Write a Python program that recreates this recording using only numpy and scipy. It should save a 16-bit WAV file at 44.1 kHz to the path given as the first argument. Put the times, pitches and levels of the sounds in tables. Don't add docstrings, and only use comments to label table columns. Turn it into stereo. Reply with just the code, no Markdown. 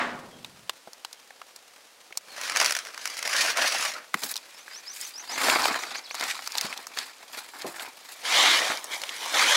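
import sys
import numpy as np
from scipy import signal
from scipy.fft import rfft, irfft, next_fast_len
from scipy.io import wavfile
from scipy.ndimage import uniform_filter1d, map_coordinates

SR = 44100
rng = np.random.default_rng(int(sys.argv[2]) if len(sys.argv) > 2 else 0)


def transcribe(u):
    v = np.clip(np.atleast_2d(u).T, -1, 1)
    q = np.round(v * 32767).astype(np.int16)
    wavfile.write(sys.argv[1], SR, q)


N = 421596

# pitch in Hz, relative level in dB, time to fall 60 dB in seconds.
SHEET_MODES = [(245, -4.5, 0.98), (716, -8, 0.86), (1145, 1, 0.33), (1540, -13, 0.44), (1860, -8, 0.61),
               (2100, -11, 0.61)]
# frequency in Hz, relative level in dB.
WASH_TONE = [(24, -67), (55, -42), (146, -7.5), (245, -0.5), (422, 0), (1140, 6.5), (1880, 6.5),
             (9000, -24.5), (19800, -120)]
# frequency in Hz, time to fall 60 dB in seconds.
WASH_T60 = [(100, 8), (250, 1.4), (700, 0.93), (2000, 0.47), (6000, 0.56)]
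# frequency in Hz, relative level in dB.
BREEZE_TONE = [(25, -22.5), (94, -16), (141, -16), (235, -4.5), (352, -1), (414, 0), (486, 4), (5090, -1),
               (11100, -9.5), (15800, -17.5)]
# time in seconds, level in dB.
BREEZE_LEVEL = [(0, -51.5), (2.2, -52), (2.3, -47.5), (4.4, -50.5), (9.56, -51)]
# frequency in Hz, left-right likeness (1: mono).
BREEZE_LIKENESS = [(60, 0.99), (380, 0.09), (2380, 0.15), (15000, 0.41)]
SOURCE_LIKENESS = [(60, 0.91), (240, 1), (950, 0.98), (2200, 0.97), (3770, 0.65), (15000, 0.57)]
# start in seconds, length in seconds, pitch in Hz, level in dB.
FAR_CHIRPS = [(0.306, 0.098, 3220, -56), (1.155, .09, 3150, -60), (2.292, 0.075, 4280, -46)]
# start in seconds, level in dB, centre in Hz, relative knock in dB.
SNAPS = [(0.446, -20.5, 3120, -9), (0.695, -11, 3280, -3), (0.9323, -25, 5330, -15),
         (1.048, -17.5, 3640, -5.5), (1.1288, -22, 4600, -33), (1.306, -33, 1780, 0.5),
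         (1.416, -32, 1510, 5), (1.5615, -22, 5550, -31), (2.1252, -25, 2310, -13),
         (2.173, -9, 5700, -16.5), (4.142, -12, 1600, 6), (4.2347, -11.5, 4300, -8.5),
         (4.314, -13.5, 10800, -31), (4.3397, -17, 4770, -27), (4.357, -16, 4470, -10),
         (4.365, -13, 4400, -24), (4.376, -16.5, 4060, -22), (4.68, -26.5, 1700, -10),
         (5.012, -15, 7450, -55), (5.243, -31, 4000, -9), (5.4984, -5, 2200, -16), (5.6205, -13, 4940, 0),
         (5.655, -12, 2410, 8), (5.7437, -13, 1820, -32), (5.8354, -16, 2100, -15), (5.955, -20.5, 1570, 0),
         (6.11, -18, 2170, -5), (6.144, -19, 5060, 0), (6.151, -17, 6160, -7), (6.197, -16, 4500, -20),
         (6.2098, -10.5, 4000, -8), (6.238, -17, 6000, -20), (6.31, -16, 2500, -17),
         (6.391, -22.5, 1950, 1), (6.4744, -11.5, 5460, -7), (6.52, -18, 5500, -25),
         (6.553, -14, 3870, -1.5), (6.575, -15, 6460, -8), (6.582, -3.5, 3900, -43), (6.611, -7, 4760, -37),
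         (6.727, -14.5, 2160, -23), (6.7757, -17, 4100, -33), (6.8686, -18.5, 5900, -4.5),
         (6.972, -25.5, 1880, 8.5), (6.987, -10.5, 4270, -19), (7.3474, -22.5, 2180, -10),
         (7.619, -18.5, 4640, -14), (7.796, -19.5, 2760, -9), (8.773, -14.5, 4400, -27),
         (8.8424, -15.5, 8000, -12), (9.017, -18, 4740, -8), (9.0359, -15, 3040, -7),
         (9.092, -15.5, 3030, -23)]
# time in seconds, left over right in dB.
HAND_PAN = [(.4, 3), (2.1, 7), (2.5, -3.5), (3.9, 0), (4.14, 6), (4.4, -0.5), (6.6, 3), (7.8, -2.5),
            (8.3, -9.5), (8.9, -3.5), (9.45, -8)]
# start in seconds, level in dB, base pitch in Hz,
# base decay time in seconds.
THUDS = [(0.874, -31, 455, 0.056), (2.108, -33.5, 508, 0.024), (4.145, -26, 247, 0.084),
         (4.235, -33, 283, 0.13), (5.558, -8.5, 750, 0.048), (6.645, -32.5, 242, 0.14),
         (7.645, -24.5, 396, 0.23), (8.701, -10, 810, 0.027), (8.717, -22, 926, 0.031)]
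# time in seconds, level in dB, relative body (under 1.5 kHz) in dB.
STONE_DRAG = [(2.26, -71.5, 10.5), (2.42, -34.5, -6), (2.547, -37, 0.5), (2.618, -27, -3.5),
              (2.777, -39.5, -7), (2.93, -55, 4.5), (3.072, -38, -9), (3.16, -42, -4), (3.402, -27, -2),
              (3.507, -29, -1.5), (3.555, -45.5, 6.5), (3.58, -26.5, -2.5), (3.908, -33, -6.5),
              (4.0, -59.5, 11.5), (4.1, -67, 5.5)]
FROND_PULLS = [(8.16, -54, -11), (8.23, -50.5, 1), (8.25, -34.5, -3), (8.372, -22.5, -7),
               (8.565, -23.5, -9), (8.61, -30, -2), (8.72, -30.5, -3), (8.805, -48.5, 0.5), (8.9, -46, 1),
               (8.94, -31.5, -9.5), (8.98, -44.5, -1.5), (9.16, -41.5, -7), (9.338, -32, -5.5),
               (9.346, -26, -4), (9.56, -21.5, -11.5)]
# start in seconds, level in dB.
RIB_SLIPS = [(2.4124, -16.5), (2.4967, -13), (2.5194, -18), (2.5605, -10.5), (2.570, -7.5), (2.6, -5.5),
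             (2.613, -7.5), (2.6254, -12), (2.645, -8), (2.6515, -11), (2.6596, -7), (2.675, -20),
             (2.6954, -14), (2.7074, -9), (2.7218, -6.5), (2.7505, -10), (2.7654, -13), (2.7705, -16),
             (2.7881, -15.5), (2.85, -24.5), (2.8694, -26), (2.9439, -25.5), (2.9767, -22.5), (3.055, -11),
             (3.0744, -15), (3.1682, -19.5), (3.1906, -16), (3.2265, -13.5), (3.275, -11), (3.3358, -14),
             (3.461, -14), (3.5715, -11.5)]
# crest, rise and fall in seconds, level in dB,
# relative body (under 1.5 kHz) in dB, relative top (over 7.5 kHz) in dB.
LAYING_MOVES = [(4.16, 0.025, 0.24, -51, 13, -5), (4.245, 0.086, 0.095, -42, -4, 9),
                (4.32, 0.3, 0.023, -45, -6, 6.5), (4.7, 0.45, 1, -48.5, -12.5, -9),
                (5.028, 0.15, 0.16, -40.5, -22, 4.5), (5.25, .02, 0.1, -52.5, -17, 11),
                (5.31, 0.031, 0.25, -40.5, -0.5, -11), (5.441, 0.13, 0.37, -28.5, -2, -4.5),
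                (5.54, 0.25, 0.1, -31.5, 2, -11), (5.681, 0.4, 0.19, -30, 1, -9.5),
                (5.963, 0.33, 0.063, -38, -1.5, -15), (6.229, 0.13, 0.26, -35, 1, -14),
                (6.309, 0.19, 0.065, -32.5, -14, -13), (6.49, 0.29, 0.23, -43, -14, -8.5),
                (6.64, 0.17, 0.31, -37, -3.5, -9.5), (7.001, 0.14, 0.15, -37.5, -8, -10.5),
                (7.39, 0.18, 0.098, -41.5, -4.5, -5), (7.66, 0.27, 0.1, -42, -2.5, -1),
                (7.83, 0.18, 0.14, -44, 0.5, 1), (8.13, 0.15, 0.083, -49.5, -4.5, 1.5)]
# frequency in Hz, relative level in dB.
STONE_TONE = [(24, -70), (40, -43), (175, -29), (289, -15.5), (380, -17.5), (611, -5), (846, -8),
              (1620, 0.5), (2360, 3), (3500, 0), (4400, 3.5), (5810, 4), (8600, -0.5), (9600, 2.5),
              (12000, 0), (15800, 0)]
LAYING_TONE = [(24, -62), (40, -29), (179, -24.5), (261, -9), (330, -12), (553, -10), (805, -1.5),
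               (1360, -5), (2450, -3), (2800, -8.5), (3200, -7.5), (4500, -4.5), (7500, -9), (11000, -13.5),
               (15800, -16.5)]
PULLING_TONE = [(24, -70), (40, -46), (166, -28), (311, -13), (380, -15), (539, -6.5), (1110, -5),
                (1360, -9), (2190, -4), (2610, -4), (3700, -6), (4640, -10), (6580, -11), (12600, -17),
                (15800, -22)]
# frequency in Hz, relative left over right in dB.
STONE_TILT = [(60, -8), (380, -8.5), (2380, -9.5), (15000, -2)]
LAYING_TILT = [(60, 0.33), (380, 2.1), (2380, 0.76), (15000, 8.1)]
PULLING_TILT = [(60, -7), (380, -6.5), (2380, -6.5), (15000, 4.5)]
# frequency in Hz, lead of the left side in radians.
STONE_LEAD = [(0, 0)]
LAYING_LEAD = [(0, -2), (3620, 0.53), (4570, 0.4), (9220, 8), (16300, 4)]
PULLING_LEAD = [(0, -2), (2070, 0.5), (3190, -5.5), (4910, -6.5), (16300, -4.5)]
# start and length in seconds, opening and turning pitch in Hz,
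# curve of the glide as an exponent, level in dB.
BIRD_NOTES = [(4.542, 0.1, 5200, 6540, 1.7, -52), (4.712, 0.087, 4800, 6530, 1.9, -41.5),
              (4.857, 0.08, 4700, 6530, 1.3, -42), (4.997, 0.082, 4700, 6620, 1.2, -40.5),
              (5.136, 0.083, 4700, 6530, 1.3, -38.5), (5.277, 0.088, 4650, 6680, 1.22, -36),
              (5.782, .05, 3700, 7230, 0.88, -42), (5.921, 0.073, 3450, 6900, 1.9, -40),
              (6.036, 0.051, 5530, 3270, 1.1, -46), (6.093, 0.046, 3300, 6750, 1.2, -42)]
# centre in Hz, width in octaves, level in dB.
SWISH_BANDS = [(2120, 0.14, -30), (3440, 0.24, -23.5)]


def amp(db):
    return 10 ** (np.asarray(db) / 20)


def unit(x):
    return x / np.sqrt(np.mean(x ** 2) + 1e-20)


def along(points, hz):
    f, v = np.transpose(points)
    return np.interp(np.log(hz + 1), np.log(f + 1), v)


def filtered(x, response):
    m = next_fast_len(x.shape[-1] + 4096)
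    return irfft(rfft(x, m) * response(np.fft.rfftfreq(m, 1 / SR)), m)[..., :x.shape[-1]]


def bell(hz, centre_hz, octaves):
    return np.exp(-.5 * (np.log2((hz + 1) / centre_hz) / octaves) ** 2)


def stereo_noise(size, likeness):
    def mid_side(hz):
        angle = np.arccos(np.clip(along(likeness, hz), -1, 1)) / 2
        return np.array([np.cos(angle), np.sin(angle)])
    mid, side = filtered(rng.standard_normal((2, size)), mid_side)
    return np.array([mid + side, mid - side])


def pan(db):
    return amp(np.array([db / 2, -db / 2]))


def hand_pan_db(t):
    return np.interp(t, *np.transpose(HAND_PAN))


def crackle(size, rate, spread_db, life_s):
    strengths = amp(spread_db * np.clip(rng.standard_normal(size), -3, 2.2))
    kicks = (rng.random(size) < rate / SR) * strengths ** 2 / rate
    softened = uniform_filter1d(kicks, size=24)
    power = np.abs(signal.lfilter([1], [1, -np.exp(-1 / (life_s * SR))], softened))
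    return power / (power.mean() + 1e-20)


def metal_sheet(stop_s=0.63):
    t = np.arange(SR) / SR
    hz, frame_s, spectrum = signal.stft(stereo_noise(SR, [(200, 0.97), (4000, 0.88)]), SR, nperseg=512)
    spectrum *= amp(along(WASH_TONE, hz)[:, None] - 60 * frame_s / along(WASH_T60, hz)[:, None])
    wash = signal.istft(spectrum, SR, nperseg=512)[1][:, :SR]
    ring = sum(amp(db - 60 * t / t60) * np.sin(2 * np.pi * (f * t + rng.random()))
               for f, db, t60 in SHEET_MODES)
    out = amp(-29.5) * wash / np.std(wash[:, :SR // 10]) + amp(-31.5) * ring
    damping = amp(-60 * np.clip(t - stop_s, 0, 1) / 0.43)
    return np.pad(out * damping, ((0, 0), (0, N - SR)))


def breeze():
    grain = np.sqrt(0.75 + 0.24 * crackle(N, rate=34, spread_db=-1.5, life_s=0.0036))
    hiss = unit(filtered(stereo_noise(N, BREEZE_LIKENESS) * grain, lambda f: amp(along(BREEZE_TONE, f))))
    return amp(np.interp(np.arange(N) / SR, *np.transpose(BREEZE_LEVEL))) * hiss


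def far_birds():
    out = np.zeros((2, N))
    for start, length, hz, db in FAR_CHIRPS:
        u = np.arange(round(length * SR)) / (length * SR)
        puff = unit(filtered(stereo_noise(len(u), SOURCE_LIKENESS), lambda f: bell(f, hz, 0.047)))
        out[:, round(start * SR):][:, :len(u)] += amp(db - 6.6 * u) * np.sin(np.pi * u) ** 0.35 * puff
    return out


def snaps():
    out, t, preroll = np.zeros((2, N + SR)), np.arange(SR // 20) / SR, SR // 100
    rattle, spike = amp(-60 * t / 0.026), 2.2 * amp(-60 * t / 0.0073)
    envelope = (rattle + spike) * (1 - np.exp(-t / 0.00047))
    for start, db, hz, knock_db in SNAPS:
        burst = np.pad(stereo_noise(len(t), SOURCE_LIKENESS) * envelope, ((0, 0), (preroll, 0)))
        bright = filtered(burst, lambda f: bell(f, hz, 0.28) + 0.5 * bell(f, 1.135 * hz, 1.0))
        knock = filtered(burst, lambda f: 600j * f / (900 ** 2 - f ** 2 + 600j * f) * f / (f + 400))
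        snap = bright / np.abs(bright).max() * pan(hand_pan_db(start))[:, None]
        snap += amp(knock_db) * knock / np.abs(knock).max()
        out[:, round(start * SR) - preroll:][:, :snap.shape[1]] += amp(db - 3.5) * snap
    return out[:, :N]


def thuds():
    out, t = np.zeros(N + SR), np.arange(SR // 5) / SR
    attack = 1 - np.exp(-t / 0.00054)
    for start, db, hz, decay in THUDS:
        swing = sum(amp(-60 * t * k / decay) * np.sin(2 * np.pi * hz * k * t) for k in (.85, 1.5, 2.6))
        grit = unit(filtered(rng.standard_normal(len(t)), lambda f: bell(f, 0.95 * hz, 1.0)))
        puff = grit * amp(-75 * t / decay)
        out[round(start * SR):][:len(t)] += amp(db) * (0.24 * swing + 0.54 * puff) * attack
    return filtered(out[:N], lambda hz: hz ** 2 / (hz ** 2 + 90 ** 2))


def leaf_ring(x, depth_db):
    spectrum = signal.stft(x, nperseg=512)[2]
    patches = uniform_filter1d(rng.standard_normal(spectrum.shape[1:]), size=3, axis=0)
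    patches = uniform_filter1d(patches, size=7, axis=1)
    return signal.istft(spectrum * amp(depth_db * unit(patches)), nperseg=512)[1][:, :x.shape[1]]


def rib_cracks(t, noise, slips, swell_s=0.0013):
    power = np.zeros(len(t))
    for start, db in slips:
        u = np.clip(t - start, 0, 1) / swell_s
        power += (amp(db - 10) * u * np.exp(1 - u)) ** 2
    return filtered(noise * np.sqrt(power), lambda f: (1 - 0.52 * bell(f, 3570, 0.25)) * f / (f + 700))


def late_copy(hz, notch_hz):
    return 1 + 0.12 * np.exp(-1j * np.pi * hz / notch_hz)


def lowpass(hz, corner_hz):
    return 1 / np.sqrt(1 + (hz / (corner_hz + 1)) ** 6)


def rustle(gesture, tone, tilt, lead, rate, spread_db, life_s, smooth, notch_hz, slips=()):
    t, level_db, body_db, top_db = gesture
    start, size, hand_db = round(t[0] * SR), len(t), hand_pan_db(t)
    rate = rate * amp(0.46 * (level_db - level_db.max()))
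    shared = crackle(size, rate, spread_db, life_s)
    noise = leaf_ring(stereo_noise(size, SOURCE_LIKENESS), depth_db=2.5)
    cracks = rib_cracks(t, noise[:, ::-1], slips)
    out, bands, rms = np.zeros((2, N)), [], []
    for lo_hz, hi_hz, trim_db, pan_db in [(0, 1500, body_db, np.zeros(size)), (1500, 3000, 0, hand_db),
                                          (3000, 7500, 0, hand_db), (7500, SR, top_db, hand_db)]:
        def colour(hz):
            band = lowpass(hz, hi_hz) * np.sqrt(1 - lowpass(hz, lo_hz) ** 2)
            balance = pan(along(tilt, hz) - along(tilt, 2740))
            phase = np.exp(.5j * along(lead, hz) * [[1], [-1]])
            return late_copy(hz, notch_hz) * amp(along(tone, hz)) * band * balance * phase
        own = crackle(size, rate * 0.42, spread_db, life_s)
        power = amp(2 * level_db) * (smooth + (1 - smooth) * (shared + own) / 2)
        friction = noise * np.sqrt(power) + cracks
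        bands.append(filtered(friction * amp(trim_db) * pan(pan_db), colour))
        rms.append(np.std(filtered(noise, colour)))
    body, low_mid, high_mid, top = bands
    out[:, start:start + size] = body / rms[0] + (low_mid + high_mid) / np.hypot(*rms[1:3]) + top / rms[3]
    return out


def long_gesture(rows, crisp_db, dulling):
    times, levels, bodies = np.transpose(rows)
    t = np.arange(round(times[0] * SR), min(N, round(times[-1] * SR))) / SR
    level_db = np.interp(t, times, levels)
    return t, level_db, np.interp(t, times, bodies), crisp_db - dulling * (level_db - level_db.max())


def stone_drag():
    return rustle(long_gesture(STONE_DRAG, crisp_db=-29, dulling=0.35),
                  STONE_TONE, STONE_TILT, STONE_LEAD,
                  rate=220, spread_db=5.5, life_s=0.0056, smooth=0.23, notch_hz=2660, slips=RIB_SLIPS)


def frond_laying(start_s=4.13, end_s=8.22, rise_fall_db=20, rest_db=-57.5):
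    t = np.arange(round(start_s * SR), round(end_s * SR)) / SR
    crest, rise, fall, db, body_db, top_db = np.transpose(LAYING_MOVES)[:, :, None]
    power = amp(2 * (db - rise_fall_db * np.maximum((crest - t) / rise, (t - crest) / fall))) + 1e-30
    level_db = 10 * np.log10(power.sum(0) + amp(2 * rest_db))
    share = power / power.sum(0)
    gesture = t, level_db, (share * body_db).sum(0), (share * top_db).sum(0)
    return rustle(gesture, LAYING_TONE, LAYING_TILT, LAYING_LEAD,
                  rate=390, spread_db=4.5, life_s=0.0051, smooth=0.028, notch_hz=2760)


def small_bird(swoop_hz=2200):
    song = np.zeros(N)
    for start, length, from_hz, to_hz, bend, db in BIRD_NOTES:
        u = np.arange(round(length * SR)) / (length * SR)
        pitch_waver, level_waver = (map_coordinates(rng.standard_normal(16), [12 * u]) for _ in range(2))
        glide = np.clip(u / .85, 0, 1) ** bend
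        if abs(to_hz - from_hz) > swoop_hz:
            glide = np.sin(np.pi / 2 * glide) ** 1.3
        glide -= 3.5 * np.clip(u - .85, 0, 1)
        hz = (from_hz + (to_hz - from_hz) * glide) * (1 + 0.0092 * pitch_waver)
        level = amp(db - 1.7 * u + 3 * level_waver) * np.sin(np.pi * u) ** 0.18
        song[round(start * SR):][:len(u)] += level * np.sin(2 * np.pi * np.cumsum(hz) / SR)
    t = np.arange(SR // 5) / SR
    trees = rng.standard_normal((2, len(t))) * amp(-60 * t / 0.084)
    smear = signal.fftconvolve(song[None], trees / np.linalg.norm(trees[0]), axes=1)[:, :N]
    return song * pan(-1.5)[:, None] + amp(-1) * smear


def frond_pulls():
    return rustle(long_gesture(FROND_PULLS, crisp_db=-16.5, dulling=0.58),
                  PULLING_TONE, PULLING_TILT, PULLING_LEAD,
                  rate=800, spread_db=3.0, life_s=0.0018, smooth=0.38, notch_hz=2640)


def swish(start_s=8.33, full_s=8.47, end_s=8.58):
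    t, out = np.arange(round(start_s * SR), round(end_s * SR)) / SR, np.zeros((2, N))
    swell = np.sqrt(np.interp(t, [start_s, full_s, end_s - .03, end_s], [0.0018, 1, 0.28, 0]))
    for hz, width, db in SWISH_BANDS:
        hiss = unit(filtered(stereo_noise(len(t), SOURCE_LIKENESS), lambda f: bell(f, hz, width)))
        out[:, round(start_s * SR):round(end_s * SR)] += amp(db) * swell * hiss * pan(hand_pan_db(t))
    return out


def scene():
    fronds = stone_drag() + frond_laying() + frond_pulls() + swish()
    return fronds + snaps() + thuds() + metal_sheet() + small_bird() + far_birds() + breeze()


def record(dry):
    return filtered(dry, lambda hz: hz < 15800)


dry = scene()
out = record(dry)
transcribe(out)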